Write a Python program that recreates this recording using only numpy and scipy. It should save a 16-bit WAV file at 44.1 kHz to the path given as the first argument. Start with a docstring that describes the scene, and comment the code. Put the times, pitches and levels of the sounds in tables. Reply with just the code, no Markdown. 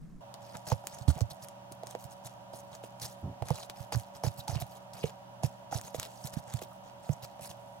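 """Wooden chopsticks toss saucy noodles in a disposable bowl, close to a stereo microphone in a small room. The
scene opens on a low rumble; at 0.2 s it changes at once to a steady fan hum. From then on the tips tick and
knock on the thin wall, the pushed bowl thumps dully, and the noodles squelch as tiny films of sauce burst. The
bowl bumps the table near 1.1 s and shudders across it near 3.2 s. The tossing goes on to the end, with the odd
sharp snap of sauce or squeak of a tip on the wet wall."""
import sys
import numpy as np
from scipy import signal
from scipy.fft import rfft, irfft
from scipy.io import wavfile
from scipy.ndimage import uniform_filter1d

SR = 44100
rng = np.random.default_rng(int(sys.argv[2]) if len(sys.argv) > 2 else 0)


def log_audio(samples):
    """Write samples as a 16-bit WAV file to the path given in sys.argv[1]."""
    # one column per channel
    frames = np.atleast_2d(samples).T
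    # limit to full scale, then quantise
    limited = np.clip(frames, -1, 1)
    pcm = np.round(limited * 32767).astype(np.int16)
    wavfile.write(sys.argv[1], SR, pcm)


N = 343980

# Chopstick knocks on the thin wall, whose pitch depends on the spot.
# Each row: start in seconds, level in dB, pitch in Hz, swell time in seconds.
WALL_KNOCKS = [(.718, -17, 864, 0.0015), (.838, -37, 800, 0.0033), (1.081, -25, 744, 0.00058),
               (1.208, -32, 503, 0.0029), (1.714, -41.5, 325, .003), (1.834, -26.5, 650, 0.0016),
               (1.951, -21.5, 620, 0.0011), (2.535, -31, 650, 0.0023), (2.838, -30, 576, 0.0012),
               (3.423, -22, 715, 0.0016), (3.505, -17.5, 805, 0.0011), (3.922, -25, 820, 0.0012),
               (4.237, -19, 730, 0.0012), (4.248, -27.5, 620, 0.0021), (4.477, -29, 852, 0.0046),
               (4.496, -31.5, 750, 0.0032), (4.614, -31.5, 712, .005), (5.039, -20, 453, 0.0046),
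               (5.434, -23, 680, 0.0017), (5.725, -22.5, 783, 0.0039), (5.946, -22, 580, 0.0016),
               (6.618, -27.5, 600, 0.0013), (7.092, -26, 570, 0.0014), (7.394, -33.5, 630, 0.0025)]
USUAL_KNOCK_DB = -18
# Strokes that drag noodles through the sauce. Each row: start and end in seconds, level in dB,
# treble tilt in dB per octave, pitch of the squeezed air pocket in Hz.
NOODLE_STROKES = [(0.418, 0.543, -59, 0, 5000), (0.542, 0.565, -47, -5, 10900),
                  (0.667, 0.74, -43.5, 0, 5100), (0.85, 0.933, -59, 3, 4800), (0.924, 0.959, -53, 1, 6960),
                  (.96, 1.043, -56.5, 0, 7500), (1.08, 1.114, -41, 0, 8300),
                  (1.151, 1.194, -48.5, -8, 11000), (1.301, 1.321, -48, 3, 4100),
                  (1.421, 1.452, -51, 1.5, 13800), (1.718, 1.73, -55.5, 4, 8400),
                  (1.859, 1.938, -57.5, 0, 9000), (1.987, 2.07, -59.5, 5.5, 2200),
                  (2.1, 2.144, -59, 2.5, 8000), (2.248, 2.28, -48, 2.5, 7600), (2.531, 2.611, -55, 2, 9200),
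                  (2.715, 2.776, -56.5, -1, 6900), (2.829, 2.876, -59.5, 2, 2900),
                  (3.013, 3.037, -41, 2, 6250), (3.038, 3.066, -43, 2, 5800), (3.079, 3.13, -58, 2, 3400),
                  (3.453, 3.531, -49.5, -2.5, 10300), (3.538, 3.65, -48.5, 0, 4100),
                  (3.755, 3.852, -56.5, 0.5, 13400), (3.922, 3.953, -38, -2.5, 4800),
                  (3.962, 4.019, -56, 0, 7060), (4.146, 4.174, -52.5, -1, 13400),
                  (4.236, 4.288, -41.5, 0, 5560), (4.374, 4.413, -50, 4.5, 3830),
                  (4.48, 4.564, -46.5, -1, 5900), (4.55, 4.61, -51, -4, 2760),
                  (4.602, 4.626, -44, 5, 12000), (4.7, 4.784, -59, 1, 14000),
                  (4.936, 5.106, -51.5, -0.5, 2600), (5.429, 5.469, -45.5, 0, 10900),
                  (5.713, 5.799, -44, -0.5, 6000), (5.835, 5.892, -51.5, 0.5, 6840),
                  (5.943, 5.968, -47, 2, 7200), (5.98, 6.075, -49, -1, 3760),
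                  (6.081, 6.266, -60.5, 2, 7150), (6.241, 6.281, -45, 3, 6200),
                  (6.327, 6.346, -47, 0, 5000), (6.362, 6.397, -52, -0.5, 3900),
                  (6.47, 6.597, -53, -1.5, 7540), (6.614, 6.648, -51, 0.5, 14000),
                  (6.65, 6.78, -71, 16, 9100), (6.837, 6.903, -60, -2, 6000), (7.03, 7.103, -60, 1, 7900),
                  (7.11, 7.141, -51.5, 2.5, 6100), (7.224, 7.256, -47, 0.5, 13300),
                  (7.409, 7.481, -49.5, 2.5, 10300), (7.492, 7.52, -49, 0.5, 2980),
                  (7.55, 7.79, -74, 7, 9100)]


def gain_of(db):
    """Decibels to gain."""
    return 10 ** (np.asarray(db) / 20)


def unit_rms(x):
    """Scales to rms 1."""
    return x / np.sqrt(np.mean(x ** 2) + 1e-20)


def curve_at(points, hz):
    """Reads (Hz, value) points on a log-frequency axis."""
    f, value = np.transpose(points)
    return np.interp(np.log(hz + 1), np.log(f + 1), value)


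def bell(f, centre_hz, octaves):
    """A bell curve of height 1 on a log-frequency axis."""
    return np.exp(-(np.log2(f / centre_hz) / octaves) ** 2)


def bins(x):
    """Frequencies of the spectrum of x."""
    return np.fft.rfftfreq(x.shape[-1], 1 / SR)


def coloured(x, points):
    """Filters x by a (Hz, dB) curve."""
    return irfft(rfft(x) * gain_of(curve_at(points, bins(x))), x.shape[-1])


def panned(x, balance_db):
    """Spreads a sound over two channels; positive is left."""
    return x * gain_of([[balance_db / 2], [-balance_db / 2]])


def add(mix, start, sound):
    """Mixes a sound in at a start time in seconds."""
    part = mix[:, max(round(start * SR), 0):][:, :sound.shape[1]]
    part += sound[:, :part.shape[1]]


def fan(waver_hz=1.195, flutter=0.21):
    """Rushing air under slightly wavering motor tones."""
    # Air noise. Each row: frequency in Hz, level in dB per Hz.
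    air_colour = [(20, -96), (60, -91), (115, -84), (190, -84.5), (280, -88.5), (430, -96), (510, -92),
                  (570, -79), (780, -78), (1050, -88), (1500, -94.5), (2200, -103), (3000, -97),
                  (4100, -105.5), (5900, -106), (8500, -112), (16000, -117)]
    # Stereo likeness of the air. Each row: frequency in Hz, correlation of the channels.
    air_likeness = [(60, -0.5), (130, 0.8), (290, -0.04), (640, 0.31), (1400, -0.39), (8000, -0.5),
                    (15000, 0.4)]
    # Pan of the air. Each row: frequency in Hz, left over right in dB.
    air_balance = [(100, -1.5), (450, -1), (800, -3), (2200, -4), (3200, 0)]
    # Motor hum. Each row: pitch in Hz, rms level in dB, left over right in dB.
    motor_tones = [(120.3, -61.5, -4), (190.7, -63, -3), (566.2, -60, -4.5), (940, -67.5, -12),
                   (958.7, -64, -1)]
    t = np.arange(N) / SR
    left, apart = rfft(rng.standard_normal((2, N)))
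    likeness, balance = curve_at(air_likeness, bins(t)), curve_at(air_balance, bins(t))
    right = likeness * left + np.sqrt(1 - likeness ** 2) * apart
    air = irfft(np.array([left, right]) * gain_of([balance / 2, -balance / 2]), N)
    out = coloured(air, air_colour) * np.sqrt(SR / 2)
    knots = np.linspace(0, N / SR, num=70)
    for hz, db, pan in motor_tones:
        drift, swell = (np.interp(t, knots, row) for row in rng.standard_normal((2, len(knots))))
        phase = 2 * np.pi * np.cumsum(hz + waver_hz * drift) / SR
        out += panned(gain_of(db) * np.sqrt(2) * np.sin(phase) * (1 + flutter * swell), pan)
    return out


def background(change_s=.206):
    """A dull rumble, then at once the scene changes to the fan."""
    # Opening rumble. Each row: frequency in Hz, level in dB per Hz.
    rumble_colour = [(40, -68), (85, -103), (150, -67), (320, -86.5), (430, -96), (1100, -101),
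                     (3500, -118), (7200, -115), (14000, -129)]
    changed = np.clip((np.arange(N) - change_s * SR) / 100, 0, 1)
    noise = rng.standard_normal((2, N)) + rng.standard_normal(N)
    rumble = coloured(noise, rumble_colour) * np.sqrt(SR / 4)
    return changed * fan() + (1 - changed) * panned(rumble, balance_db=-1.5)


def room(x):
    """The small room's short diffuse tail, whose treble dies first."""
    # Each row: frequency in Hz, seconds to fade by 60 dB.
    reverb_times = [(100, 0.088), (4000, 0.096), (15000, 0.02)]
    hz, t, noise = signal.stft(rng.standard_normal((2, SR // 2)), SR, nperseg=256)
    decay = gain_of(-60 * t / curve_at(reverb_times, hz)[:, None]) * (t > .004)
    tail = signal.istft(noise * decay, SR, nperseg=256)[1]
    return signal.fftconvolve(x.mean(0)[None], tail / np.linalg.norm(tail[0]), axes=1)[:, :N]


def microphones(x):
    """Sound from the bowl reaches the two microphones by different paths."""
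    # Each row: frequency in Hz, phase lead of the left side in radians.
    left_lead = [(900, -1.14), (1500, 1.73), (4400, 1.58), (5900, 0.98), (9000, 0.13)]
    phase = curve_at(left_lead, bins(x)) * np.array([[.5], [-.5]])
    return irfft(rfft(x) * np.exp(1j * phase), N)


def shudder():
    """The bowl moves over the table with a short low rumble."""
    # Envelope. Each row: time in seconds, level in dB.
    levels = [(3.21, -77), (3.237, -36.5), (3.28, -36), (3.31, -43.5), (3.36, -63)]
    # Tone colour. Each row: frequency in Hz, gain in dB.
    colour = [(40, -39), (85, 8.5), (290, -8.5), (420, -18.5), (1000, -25), (3000, -70)]
    envelope = gain_of(np.interp(np.arange(N) / SR, *np.transpose(levels), left=-200, right=-200))
    return panned(envelope * unit_rms(coloured(rng.standard_normal(N), colour)), balance_db=-3)


def flex(blows, left_db, left_lead_s, overtone, overtone_db, damping=2):
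    """Each blow swells a heavily damped mode with a weaker overtone, louder on the right and slightly earlier
    on the left."""
    out, t = np.zeros((2, N)), np.arange(SR // 6) / SR + np.array([[left_lead_s], [0]])
    for start, db, hz, swell_s in blows:
        age = t / swell_s
        main = (age * np.exp(1 - age)) ** damping * np.sin(2 * np.pi * hz * t)
        upper = (2 * age * np.exp(1 - 2 * age)) ** 2 * np.sin(2 * np.pi * hz * overtone * t)
        add(out, start, gain_of([[db + left_db], [db]]) * (main + gain_of(overtone_db) * upper))
    return out


def bowl_thumps(usual_hz=114.9, usual_swell_s=.008, nudge_s=.00676, bump_at_s=1.077):
    """Pushes and strokes flex the whole bowl, quicker ones ringing higher; once it bumps the table."""
    # Each row: start in seconds, level in dB, swell time in seconds.
    pushes = [(.55, -31, 0.0043), (.718, -15, 0.0084), (1.008, -31, 0.0081), (1.159, -27.5, 0.005),
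              (1.211, -14.5, 0.011), (1.309, -35, 0.0065), (2.045, -35, 0.0077), (3.415, -24, 0.0094),
              (3.505, -15, 0.0057), (3.8, -30, 0.0082), (3.944, -21.5, 0.0089), (3.96, -18, 0.0095),
              (4.24, -23, 0.0075), (4.267, -18, 0.0081), (4.382, -33.5, 0.0085), (4.488, -23.5, 0.008),
              (4.522, -25.5, 0.013), (4.556, -19.5, 0.0074), (4.618, -27, 0.0077), (5.039, -19, 0.0045),
              (5.438, -15, 0.0068), (5.749, -22, 0.0086), (5.979, -28.5, 0.008), (6.245, -30.5, 0.0043),
              (6.368, -19.5, 0.0032), (6.539, -20.5, 0.008), (7.094, -14.5, 0.0056)]
    # What rings at the bump. Each row: pitch in Hz, level in dB, swell time and lag in seconds.
    table_modes = [(75, -10.5, .0102, 0), (125, -14, .0075, .003), (278, -27.5, .0088, .002)]
    nudges = [(start + nudge_s / 2, min(db + 9, -37), nudge_s) for start, _, db, _, _ in NOODLE_STROKES]
    blows = [(start, db, usual_hz * (usual_swell_s / swell_s) ** .37, swell_s)
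             for start, db, swell_s in list(pushes) + nudges]
    bump = [(bump_at_s + lag_s, db, hz, swell_s) for hz, db, swell_s, lag_s in table_modes]
    thumps = flex(blows + bump, left_db=-16.5, left_lead_s=.00019,
                  overtone=2.52, overtone_db=-21.5, damping=2.02)
    low_cut = signal.butter(3, 52, "high", fs=SR, output="sos")  # a small bowl radiates little deep bass
    return signal.sosfilt(low_cut, thumps)


def wall_knocks(low_hz=508, low_swell_s=.0065):
    """Knocks ring the thin wall briefly; the hard ones also reach its lower mode."""
    low_mode = [(start, -30 + 2.73 * (db - USUAL_KNOCK_DB), low_hz, low_swell_s)
                for start, db, _, _ in WALL_KNOCKS]
    return flex(list(WALL_KNOCKS) + low_mode, left_db=-8.5, left_lead_s=.0001,
                overtone=1.74, overtone_db=-13.5)


def wall_rasp(swell_s=.0041):
    """After each knock the tip judders along the wall, which answers with a rough hollow sound."""
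    power, age = np.zeros((1, N)), np.arange(SR // 6) / SR / swell_s
    for start, db, _, _ in WALL_KNOCKS:
        envelope = gain_of(-47 + .52 * (db - USUAL_KNOCK_DB)) * age * np.exp(1 - age)
        add(power, start, envelope[None] ** 2)
    judder = irfft(rfft(rng.standard_normal(N)) * bell(bins(power) + 1, centre_hz=280, octaves=.59), N)
    return panned(unit_rms(judder) * np.sqrt(power), balance_db=-8)


def tip_ticks(crack_s=.0004, scatter_s=.0081, scatter_db=-18, likeness=.67, landing_hz=2150):
    """A wooden tip lands with a tiny crack that scatters inside the bowl; every knock starts with one."""
    # Each row: start in seconds, level in dB, centre of the bright peak in Hz.
    ticks = [(0.3402, -32, 4450), (0.5687, -34, 6800), (0.6753, -36, 6960), (0.9857, -38.5, 6180),
             (1.2067, -26.5, 5100), (1.2145, -31, 5500), (1.4847, -34.5, 8800), (1.721, -35.5, 8100),
             (1.8693, -31, 6640), (1.909, -35, 8050), (2.0403, -37, 9900), (2.7503, -36.5, 6100),
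             (2.9979, -36.5, 6070), (3.4845, -30.5, 5840), (3.5566, -34, 6630), (3.632, -38, 4400),
             (3.6975, -27, 3800), (3.957, -31.5, 6000), (3.997, -35, 11000), (4.48, -25.5, 5460),
             (4.4954, -33.5, 5760), (4.5545, -32, 4480), (4.6209, -31, 2980), (4.9342, -36.5, 5800),
             (5.434, -29, 5890), (6.57, -36, 6220), (6.6235, -35, 6400)]
    # Tone colour of a tick. Each row: frequency in Hz, gain in dB.
    tick_colour = [(100, -42), (700, 15), (1500, -1), (6000, 1.5), (10000, -1), (16000, -5.5)]
    # Noodles would cushion the landing of a knock that swells for longer than 5.9 ms.
    landings = [(start - .001, db - 11.5 - 10 * np.log10(max(swell_s / .0059, 1)), landing_hz)
                for start, db, _, swell_s in WALL_KNOCKS]
    out, t = np.zeros((2, N)), np.arange(2048) / SR
    f = bins(t) + 1
    scatter = gain_of(scatter_db) * np.exp(-t / scatter_s)
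    sharp_rms = np.sqrt(np.mean((np.exp(-t / crack_s) + scatter) ** 2))
    for start, db, hz in list(ticks) + landings:
        shared, *apart = rng.standard_normal((3, len(t)))
        noise = likeness * shared + np.sqrt(1 - likeness ** 2) * np.array(apart)
        colour = gain_of(7 * bell(f, hz, octaves=.64) + curve_at(tick_colour, f))
        roll_off = np.hypot(1, f / (hz * 3.7))
        attack_s = .0005 * gain_of((-35.5 - db) * 1.2)  # faint ticks are cushioned by sauce
        envelope = (1 - np.exp(-t / attack_s)) * (np.exp(-t / (crack_s + attack_s)) + scatter)
        crack = irfft(rfft(noise) * colour / roll_off) * envelope
        add(out, start + .000976 - min(attack_s, .002), gain_of(db) * sharp_rms * unit_rms(crack))
    return out


def tip_squeaks(half_length_s=.0066, relative_width=.14):
    """A tip sticks and slips quickly on the wet wall, in a narrow band of pitches."""
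    # Each row: midpoint in seconds, level in dB, pitch in Hz.
    squeaks = [(1.313, -46.5, 4200), (4.405, -47, 3820), (5.037, -44, 2750), (6.72, -52, 1140)]
    out, t = np.zeros((2, N)), np.arange(8192) / SR
    envelope = np.exp(-((t - t.mean()) / half_length_s) ** 2)
    for middle, db, hz in squeaks:
        band = 1 / (1 + ((bins(t) / hz - 1) / relative_width) ** 2)
        tone = unit_rms(irfft(rfft(rng.standard_normal(len(t))) * band))
        add(out, middle - t.mean(), gain_of(db) * (tone * envelope)[None])
    return out


def sauce_snaps(pulse_s=.00004, ring_s=.00028, ring_db=-4, scatter_s=.0066, scatter_db=-25):
    """A film of sauce tears: one sharp pulse, a very short ring, then faint scatter inside the bowl."""
    # Each row: start in seconds, level in dB, pitch in Hz.
    snaps = [(0.8709, -17, 6900), (1.155, -37, 7000), (1.179, -35, 7000), (1.19, -34, 5700),
             (5.8135, -26.5, 6900), (5.9986, -15.5, 6600), (6.0308, -22, 3540), (6.0524, -29, 3460),
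             (6.5386, -24, 7160)]
    out, t = np.zeros((2, N)), np.arange(2048) / SR
    for start, db, hz in snaps:
        ring = gain_of(ring_db) * np.exp(-t / ring_s) * np.cos(2 * np.pi * hz * t)
        scatter = gain_of(scatter_db) * np.exp(-t / scatter_s) * rng.standard_normal((2, len(t)))
        add(out, start, gain_of(db) * (np.exp(-t / pulse_s) + ring + scatter))
    return out


def sauce_crackle(per_s, spread_db, fizz_db, decay_cycles=.93, spacing_s=.000018):
    """Tiny films of sauce burst at random, each with its own pitch, size and direction, over fine fizz."""
    # Tone colour of wet noodles. Each row: frequency in Hz, gain in dB.
    wet_colour = [(300, -2.5), (700, 13), (1200, 0.5), (2200, -5), (4200, -1.5), (6200, -1.5), (8500, -5.5),
                  (12000, -6.5), (16000, -11.5)]
    when, pitch, size, direction, sign = rng.random((int(per_s * N / SR), 5, 1)).transpose(1, 0, 2)
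    hz, samples = 1500 + pitch * 13500, np.arange(80)
    height = np.sign(sign - .5) * np.sqrt(hz) * gain_of(spread_db * np.minimum(-np.log(size), 4))
    positions = (when * N).astype(int) + samples
    out = np.zeros((2, N))
    for channel, side in enumerate([1, -1]):
        delay_s = spacing_s * (1 + side * (2 * direction - 1))
        t = np.maximum(samples / SR - delay_s, 0)
        pops = height * np.sin(2 * np.pi * hz * t) * np.exp(-t * hz / decay_cycles)
        out[channel] = np.bincount(positions.ravel(), pops.ravel(), N)[:N]
    fizz = rng.standard_normal((2, N)) + 1.43 * rng.standard_normal(N)
    return unit_rms(coloured(unit_rms(out) + gain_of(fizz_db) * unit_rms(fizz), wet_colour))


def stick_slip(x, depth_db, slip_s):
    """Noodles stick and slip, which makes their level uneven."""
    grip = unit_rms(uniform_filter1d(rng.standard_normal(N), int(slip_s * SR)))
    return unit_rms(x * gain_of(depth_db * np.tanh(grip)))


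def shifting_gaps(x, depth_db, patch_s, patch_hz):
    """Gaps between the noodles open and close, so the wet sound rings at ever-shifting pitches."""
    spectra = signal.stft(x, nperseg=256, noverlap=192)[2]
    patches = rng.standard_normal(spectra.shape[1:])
    for _ in range(2):
        patches = uniform_filter1d(patches, round(patch_s * SR / 64), axis=1)
        patches = uniform_filter1d(patches, round(patch_hz * 256 / SR), axis=0)
    spectra *= gain_of(depth_db * unit_rms(patches))
    return unit_rms(signal.istft(spectra, nperseg=256, noverlap=192)[1][:, :N])


def is_stab(start):
    """A stroke that begins with a knock on the wall is a stab; any other is a pull."""
    return any(abs(start - knock_at) < .012 for knock_at, *_ in WALL_KNOCKS)


def noodle_settling(rest_db=-81, creep_db=-15, creep_s=.006, settle_db=-17, settle_s=.05):
    """Noodles creep before each pull and rustle back after each stroke; tiny bubbles of sauce pop."""
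    rustle = sauce_crackle(per_s=1300, spread_db=3.6, fizz_db=-1)
    rustle = stick_slip(rustle, depth_db=4, slip_s=.03)
    rustle = shifting_gaps(rustle, depth_db=3, patch_s=.016, patch_hz=1100)
    bubbles = sauce_crackle(per_s=220, spread_db=2.6, fizz_db=-60, decay_cycles=1.1)
    bright_pops = unit_rms(np.diff(bubbles, prepend=0))
    motion, t = np.full((2, N), gain_of(rest_db)), np.arange(SR // 3) / SR
    for start, end, db, _, _ in NOODLE_STROKES:
        add(motion, end, gain_of(db + settle_db) * np.exp(-t / settle_s)[None])
        if not is_stab(start):
            add(motion, start - t[-1], gain_of(db + creep_db) * np.exp(-t[::-1] / creep_s)[None])
    return motion * (rustle + gain_of(-1) * bright_pops)


def noodle_squelch(lead_in_s=.0033, release_s=.004, arch_db=3, pocket_db=4):
    """Every stroke squeezes out a burst of wet crackle that rings in a pocket of air."""
    wet = sauce_crackle(per_s=3000, spread_db=3.4, fizz_db=-3)
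    wet = stick_slip(wet, depth_db=3.8, slip_s=.005)
    wet = shifting_gaps(wet, depth_db=3.2, patch_s=.009, patch_hz=900)
    out, t = np.zeros((2, N)), np.arange(16384) / SR
    f = bins(t) + 1
    for start, end, db, tilt, pocket_hz in NOODLE_STROKES:
        onset, length_s = start - lead_in_s, end - start + lead_in_s
        burst = np.take(wet, int(onset * SR) + np.arange(len(t)), axis=1, mode="wrap")
        colour_db = tilt * np.log2(np.maximum(f, 2000)) + pocket_db * bell(f, pocket_hz, octaves=.23)
        burst = irfft(rfft(burst) * gain_of(colour_db))
        burst /= burst[:, t < length_s].std()
        attack = np.minimum(t / (2 * lead_in_s), 1)
        release = np.exp(-np.maximum(t - (end - start), 0) / release_s)
        skew = .76 if is_stab(start) else 1.54  # stabs peak early, pulls late
        progress = np.minimum(t / length_s, 1) ** skew
        arch = gain_of(arch_db * (np.sin(np.pi * progress) - 1))
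        add(out, onset, gain_of(db + 2) * burst * attack * release * arch)
    return panned(out, balance_db=-1)


def scene():
    """Bowl, chopsticks and noodles up close; the room and its fan behind."""
    thumps = bowl_thumps()
    wall = wall_knocks() + wall_rasp()
    inside_bowl = tip_ticks() + sauce_snaps() + noodle_squelch() + tip_squeaks() + noodle_settling()
    near = wall + microphones(inside_bowl)
    boom = panned(gain_of(-15) * room(thumps), balance_db=-11.5)
    return near + thumps + shudder() + gain_of(-18) * room(near) + boom + background()


def record(dry):
    """A steep low-pass takes off the treble above 16.1 kHz."""
    low_pass = signal.firwin(511, 16100, window=("kaiser", 9), fs=SR)
    return signal.oaconvolve(dry, low_pass[None], "same")


dry = scene()
out = record(dry)
log_audio(out)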